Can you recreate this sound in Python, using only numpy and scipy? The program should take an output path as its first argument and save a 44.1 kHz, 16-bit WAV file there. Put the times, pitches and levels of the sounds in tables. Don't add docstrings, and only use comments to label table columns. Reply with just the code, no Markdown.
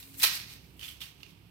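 import sys
import numpy as np
from scipy import signal
from scipy.fft import rfft, irfft
from scipy.io import wavfile
from scipy.ndimage import uniform_filter1d

SR = 44100
rng = np.random.default_rng(int(sys.argv[2]) if len(sys.argv) > 2 else 0)


def wrap_up_sound(samples):
    columns = np.atleast_2d(samples).T
    tamed = np.clip(columns, -1, 1)
    steps = np.round(tamed * 32767).astype(np.int16)
    wavfile.write(sys.argv[1], SR, steps)


def invert_db(level):
    return 10 ** (np.asarray(level, dtype=float) / 20)


N = 66150


def level(x, db):
    return x * invert_db(db) / np.sqrt(np.mean(x ** 2))


def read(table, at_hz):
    hz, db = np.array(table, float).T
    return np.interp(np.log(at_hz), np.log(hz), db)


def colour(x, *tables, size=4096):
    hz = np.maximum(np.arange(size // 2 + 1) * SR / size, 1)
    low_hz, high_hz = tables[0][0][0], tables[0][-1][0]
    db = sum(read(table, hz) for table in tables)
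    db = db - 30 * np.clip(np.log2(low_hz / hz), 0, 3)
    db = db - 40 * np.clip(np.log2(hz / high_hz), 0, 2)
    cepstrum = irfft(np.log(invert_db(db)))
    cepstrum[1:size // 2] *= 2
    cepstrum[size // 2 + 1:] = 0
    impulse = irfft(np.exp(rfft(cepstrum)))[:size // 2]
    return signal.fftconvolve(x, impulse)[:N]


def walk(rate_hz):
    hold = int(SR / rate_hz)
    steps = np.repeat(rng.standard_normal(N // hold + 1), hold)
    drift = uniform_filter1d(uniform_filter1d(steps, hold), hold)[:N]
    return drift / np.std(drift)


def pair(make):
    b, a = signal.butter(2, 1250, fs=SR)
    shared = signal.lfilter(b, a, make())
    owns = make(), make()
    return [own + 0.72 * (shared - signal.lfilter(b, a, own)) for own in owns]


# frequency in Hz, width in Hz, level in dB rms.
MOTOR_LINES = [(62, 5.3, -65.5), (101.9, 3.82, -65), (134.3, 9.9, -73), (170, 9.03, -69)]


def motor():
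    out = np.zeros(N)
    for hz, width_hz, db in MOTOR_LINES:
        cycles = np.cumsum(hz + width_hz * 0.34 * walk(9)) / SR
        out += level(np.sin(2 * np.pi * cycles) * invert_db(3.0 * walk(width_hz)), db)
    return out


# frequency in Hz, density in dB per Hz.
HUM_SPECTRUM = [(15, -58), (28, -40), (50, -4.5), (80, -7), (150, -2), (230, -11.5), (320, -10.5),
                (413, -15), (900, -38), (1170, -60), (1980, -120)]
HUM_DB = -58.5
# time in seconds, level in dB.
RUMBLE_SWELL = [(0.0, -56), (0.054, -60), (0.15, -56.5), (0.852, -56), (0.868, -58), (1.018, -58),
                (1.072, -60.5), (1.316, -58.5), (1.5, -60)]


def rumble():
    traffic = level(colour(rng.standard_normal(N), HUM_SPECTRUM), HUM_DB - 1.5)
    swell_db = np.interp(np.arange(N) / SR, *np.array(RUMBLE_SWELL).T)
    return (traffic + motor()) * invert_db(swell_db - HUM_DB)


# time in seconds, level in dB.
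DRONE_LEVEL = [(0, -64), (.12, -55.5), (.3, -61), (.5, -67), (.7, -72), (1.5, -85)]


def drone():
    t = np.arange(N) / SR
    db = np.interp(t, *np.array(DRONE_LEVEL).T)
    return invert_db(db + 1.1 * walk(10)) * np.sin(2 * np.pi * 273 * t)


# frequency in Hz, gain in dB.
BODY = [
    [(650, -23), (1000, -12.5), (1800, -17.5), (2600, -11), (3600, -5.5), (4450, 0), (5400, -4), (6500, -7.5)],
    [(650, -12.5), (1100, -7.5), (1900, -1.63), (2400, 1.5), (3300, 0), (4000, -1), (5500, 0.9), (6500, -5)],
]
# frequency in Hz, gain in dB.
SHEEN = [
    [(6500, -3.5), (7500, -6), (8800, -6), (10000, -2), (11500, -1.5), (13200, 8.5), (14500, 3), (15500, 1)],
    [(6500, -10.5), (7500, 0.7), (8800, 4), (10000, -1.8), (11500, 2.5), (13000, -3.5), (14500, -2.5), (15500, -5.5)],
]
# frequency in Hz, gain in dB.
AIR = [
    [(700, 19.5), (1000, 9), (1800, 3.5), (4500, -5.5), (6500, -10)],
    [(700, 16), (1000, 12), (1800, 0.5), (2700, 7.5), (6500, -8)],
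]


def hiss():
    air_db, sheen_db = -103, -113
    out = []
    for port, air in enumerate(pair(lambda: rng.standard_normal(N))):
        low = invert_db(air_db) * colour(air, BODY[port], AIR[port])
        high = invert_db(sheen_db) * colour(air, SHEEN[port])
        out.append(low + high)
    return np.sqrt(SR / 2) * np.array(out)


def background():
    hum = rumble() + drone()
    out = hum * invert_db([[-2.6], [2.4]]) + hiss()
    out[0] -= 0.48 * signal.lfilter(*signal.butter(1, 200, "high", fs=SR), hum)
    apart = [level(colour(rng.standard_normal(N), HUM_SPECTRUM), HUM_DB - 10.5) for port in (0, 1)]
    return out + np.array(apart)


def fibres(rate_hz, scatter_db):
    hits = rng.random(N) < rate_hz / SR
    sizes = rng.standard_normal(N) * invert_db(scatter_db * rng.exponential(size=N))
    return level(hits * sizes, 0)


def stroke(curves, slips, hand, body_db, sheen_db, slip_db, slip_s, ring_db, left_db, spit, scatter_db, clump_db):
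    t = np.arange(N) / SR
    at_s, push_db, bright_db = np.vstack(curves).T
    push = invert_db(np.interp(t, at_s, push_db, left=-120, right=-120))
    burst, out = push.copy(), np.zeros((2, N))
    age = np.arange(SR // 20) / SR
    fade = age / slip_s * np.exp(1 - age / slip_s)
    for start_s, db, hz in slips:
        now = int(start_s * SR) + np.arange(len(age))
        burst[now] = np.hypot(burst[now], invert_db(db + slip_db) * fade)
        ring = fade * np.sin(2 * np.pi * hz * age)
        out[:, now] += invert_db(db + ring_db) * invert_db([[left_db], [0]]) * ring
    sheen = (push + spit * (burst - push)) * invert_db(np.interp(t, at_s, bright_db))
    clumps = invert_db(clump_db * walk(180))
    tear = pair(lambda: fibres(14000, scatter_db))
    for port in (0, 1):
        tables = [BODY[port], hand] if port == 1 else [BODY[port]]
        out[port] += invert_db(body_db) * colour(burst * clumps * tear[port], *tables)
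        bright = sheen * np.sqrt(clumps) * fibres(20000, scatter_db)
        out[port] += invert_db(sheen_db) * colour(bright, SHEEN[port])
    return out


# time in seconds, level in dB, brightness in dB.
CUT_PRESSURE = [
    [(0.0, -52, 2), (0.022, -56.5, -1.5), (0.026, -54, -3), (0.078, -62.5, 3.5), (0.138, -62.5, 1.5),
     (0.144, -53.5, 0), (0.17, -62, 3)],
    [(0.172, -61, 8.5), (0.197, -51, 8.5), (0.2, -45.5, -0.5), (0.212, -43.5, 1), (0.229, -32, -0.5),
     (0.233, -22, -2), (0.252, -27.5, -4.5), (0.27, -31, -4.5), (0.3, -35.5, -8)],
    [(0.305, -34, -13.5), (0.353, -37, -3), (0.391, -43, -9.5), (0.463, -51.5, -10.5), (0.533, -50.5, -4.5),
     (0.589, -60, -10), (0.76, -73.5, 0)],
]
# start in seconds, peak in dB, ring in Hz.
CUT_SLIPS = [(0.0267, -33.5, 3770), (0.1825, -40, 8860), (0.198, -22, 13200), (0.2032, -23, 3520),
             (0.2164, -26, 4960), (0.2214, -16.5, 3880), (0.2312, -11.5, 3446), (0.2372, -14, 3440),
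             (0.2372, -5.5, 4136), (0.2429, -15.5, 3550), (0.2464, -8.5, 4200), (0.2493, -11, 3950),
             (0.2406, -14.5, 5550), (0.257, -18, 5260), (0.26, -22, 2530), (0.2699, -15, 4010),
             (0.335, -22, 5030), (0.499, -35.5, 3740)]
# frequency in Hz, gain in dB.
HAND_CUT = [(1500, -2), (2500, 2), (3300, 0), (4000, 4.5), (5000, -1.26)]


def cut():
    return stroke(CUT_PRESSURE, CUT_SLIPS, HAND_CUT, body_db=7.0, sheen_db=5.5, slip_db=-17.5, slip_s=0.0016,
                  ring_db=-10.5, left_db=-27, spit=1.0, scatter_db=0.53, clump_db=0.94)


# time in seconds, level in dB, brightness
# in dB.
SNAPS = [(0.1434, -27, -6), (0.1837, -40, 0), (0.1987, -32, 0), (0.2045, -23, -8), (0.207, -22, -4),
         (0.217, -18, 1), (0.2221, -10, 2), (0.2317, -4, 3), (0.238, 0.5, -2), (0.2398, -13, -1.5),
         (0.242, 1, -2), (0.25, -3, 1), (0.252, -10, -4.5), (0.2544, -16, -0.5), (0.7933, -34, -1),
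         (0.8114, -32, -1), (0.8135, -27, -6), (0.8277, -33, -4.5), (0.8335, -30, -6.5), (0.869, -30, -2),
         (0.8854, -28, -2), (0.9035, -34, 0), (0.912, -28, -2), (1.004, -35, 0), (1.0173, -32, -8),
         (1.0172, -30, -9), (1.2314, -33, -20), (1.239, -39, -16)]


def snaps():
    at_s, db, bright_db = np.array(SNAPS).T
    now = (at_s * SR).astype(int)
    sign = np.sign(rng.standard_normal(len(now)))
    dull, bright = np.zeros((2, N))
    dull[now] = sign * invert_db(db)
    bright[now] = sign * invert_db(db + bright_db - 2)
    out = np.array([colour(dull, BODY[port]) + colour(bright, SHEEN[port]) for port in (0, 1)])
    return out * invert_db([[-13.5], [0]])


# frequency in Hz, level in dB, T60 in seconds.
THUD_MODES = [(373.3, -38, 0.081), (399, -42, 0.058), (523, -34.5, 0.056), (867, -32.5, 0.042),
              (1063, -25, 0.051), (1300, -29, 0.046), (4067, -12, 0.024), (8300, -34, 0.028)]


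def thud():
    start_s, rise_s = 0.234, 0.0065
    age = np.clip(np.arange(N) / SR - start_s, 0, None)
    knock = np.zeros(N)
    for hz, db, t60_s in THUD_MODES:
        knock += invert_db(db - 60 * age / t60_s) * np.sin(2 * np.pi * hz * age)
    return knock * (1 - np.exp(-age / rise_s)) * invert_db([[-4.5], [3]])


# time in seconds, level in dB, brightness in dB.
SCRAPE_PRESSURE = [
    [(0.765, -80, 12), (0.792, -71, 4.5), (0.795, -51, -4.5), (0.809, -54, -7.5), (0.833, -45, -7.5),
     (0.877, -49.5, -4), (0.883, -47, -3.5), (0.955, -59.5, -5), (0.985, -59, -11)],
    [(0.99, -65, -16), (1.003, -61, -1), (1.006, -50, -5), (1.011, -47, -4.5), (1.016, -41.5, -8),
     (1.052, -50.5, -6.5), (1.158, -66.5, -11.5), (1.2, -65.5, -7)],
    [(1.205, -54.5, -14), (1.229, -69, -1), (1.232, -47, -17), (1.245, -61, -14), (1.307, -59.5, -9.5),
     (1.361, -77.5, -8), (1.367, -70, -22), (1.5, -88, 4)],
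]
# start in seconds, peak in dB, ring in Hz.
SCRAPE_SLIPS = [(0.7935, -39.5, 3020), (0.8118, -33.5, 3020), (0.8226, -40, 2970), (0.828, -32, 2980),
                (0.832, -32, 3060), (0.8464, -33.5, 3440), (0.8544, -35, 3230), (0.868, -42, 3100),
                (0.8402, -41, 3100), (0.8435, -38, 3500), (0.8565, -36, 3500), (0.8827, -37.5, 3300),
                (0.888, -35, 3400), (0.8995, -41.5, 2960), (0.8807, -37.5, 3060), (0.8854, -37.5, 3370),
                (0.893, -42, 3250), (0.902, -43, 3200), (0.9123, -38.5, 3050), (1.0054, -37.5, 3570),
                (1.0141, -35, 3710), (1.0178, -29, 3080), (1.0214, -32.5, 3450), (1.0155, -31.5, 3250),
                (1.0262, -40, 3340), (1.0291, -40, 3080), (1.031, -41, 3270), (1.038, -42, 2780),
                (1.2315, -32, 2780), (1.2305, -40, 3140), (1.2322, -44, 4370), (1.2385, -45, 3600),
                (1.245, -51, 2930), (1.257, -54, 2770), (1.265, -47, 2480), (1.2614, -45.5, 2630)]
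# frequency in Hz, gain in dB.
HAND_SCRAPE = [(1000, -0.8), (1800, -0.5), (2300, 2.8), (2900, 7.5), (3400, 7.5), (3900, 5), (4600, 0.1)]


def scrape():
    return stroke(SCRAPE_PRESSURE, SCRAPE_SLIPS, HAND_SCRAPE, body_db=4.0, sheen_db=5.5, slip_db=-12, slip_s=0.0008,
                  ring_db=0.46, left_db=-20.5, spit=0.6, scatter_db=0.8, clump_db=1.0)


def kitchen(x):
    t60_s, wet_db = 0.32, -7
    t = np.arange(SR // 2) / SR
    tails = rng.standard_normal((2, len(t))) * invert_db(-60 * t / t60_s) * (t > 0.003)
    wet = []
    for dry_port, tail in zip(x, tails):
        tail = tail / np.sqrt(np.sum(tail ** 2))
        wet.append(signal.fftconvolve(dry_port, tail)[:N])
    return invert_db(wet_db) * signal.lfilter([0.7], [1, -0.3], wet)


def scene():
    knife = cut() + snaps() + thud() + scrape()
    return background() + knife + kitchen(knife)


def roll_off(x):
    return signal.sosfilt(signal.butter(12, 15860, fs=SR, output="sos"), x)


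def record(dry):
    top_cut = signal.ellip(10, 0.2, 80, 15850, fs=SR, output="sos")
    mix = signal.sosfilt(top_cut, dry)
    return roll_off(mix)


dry = scene()
out = record(dry)
wrap_up_sound(out)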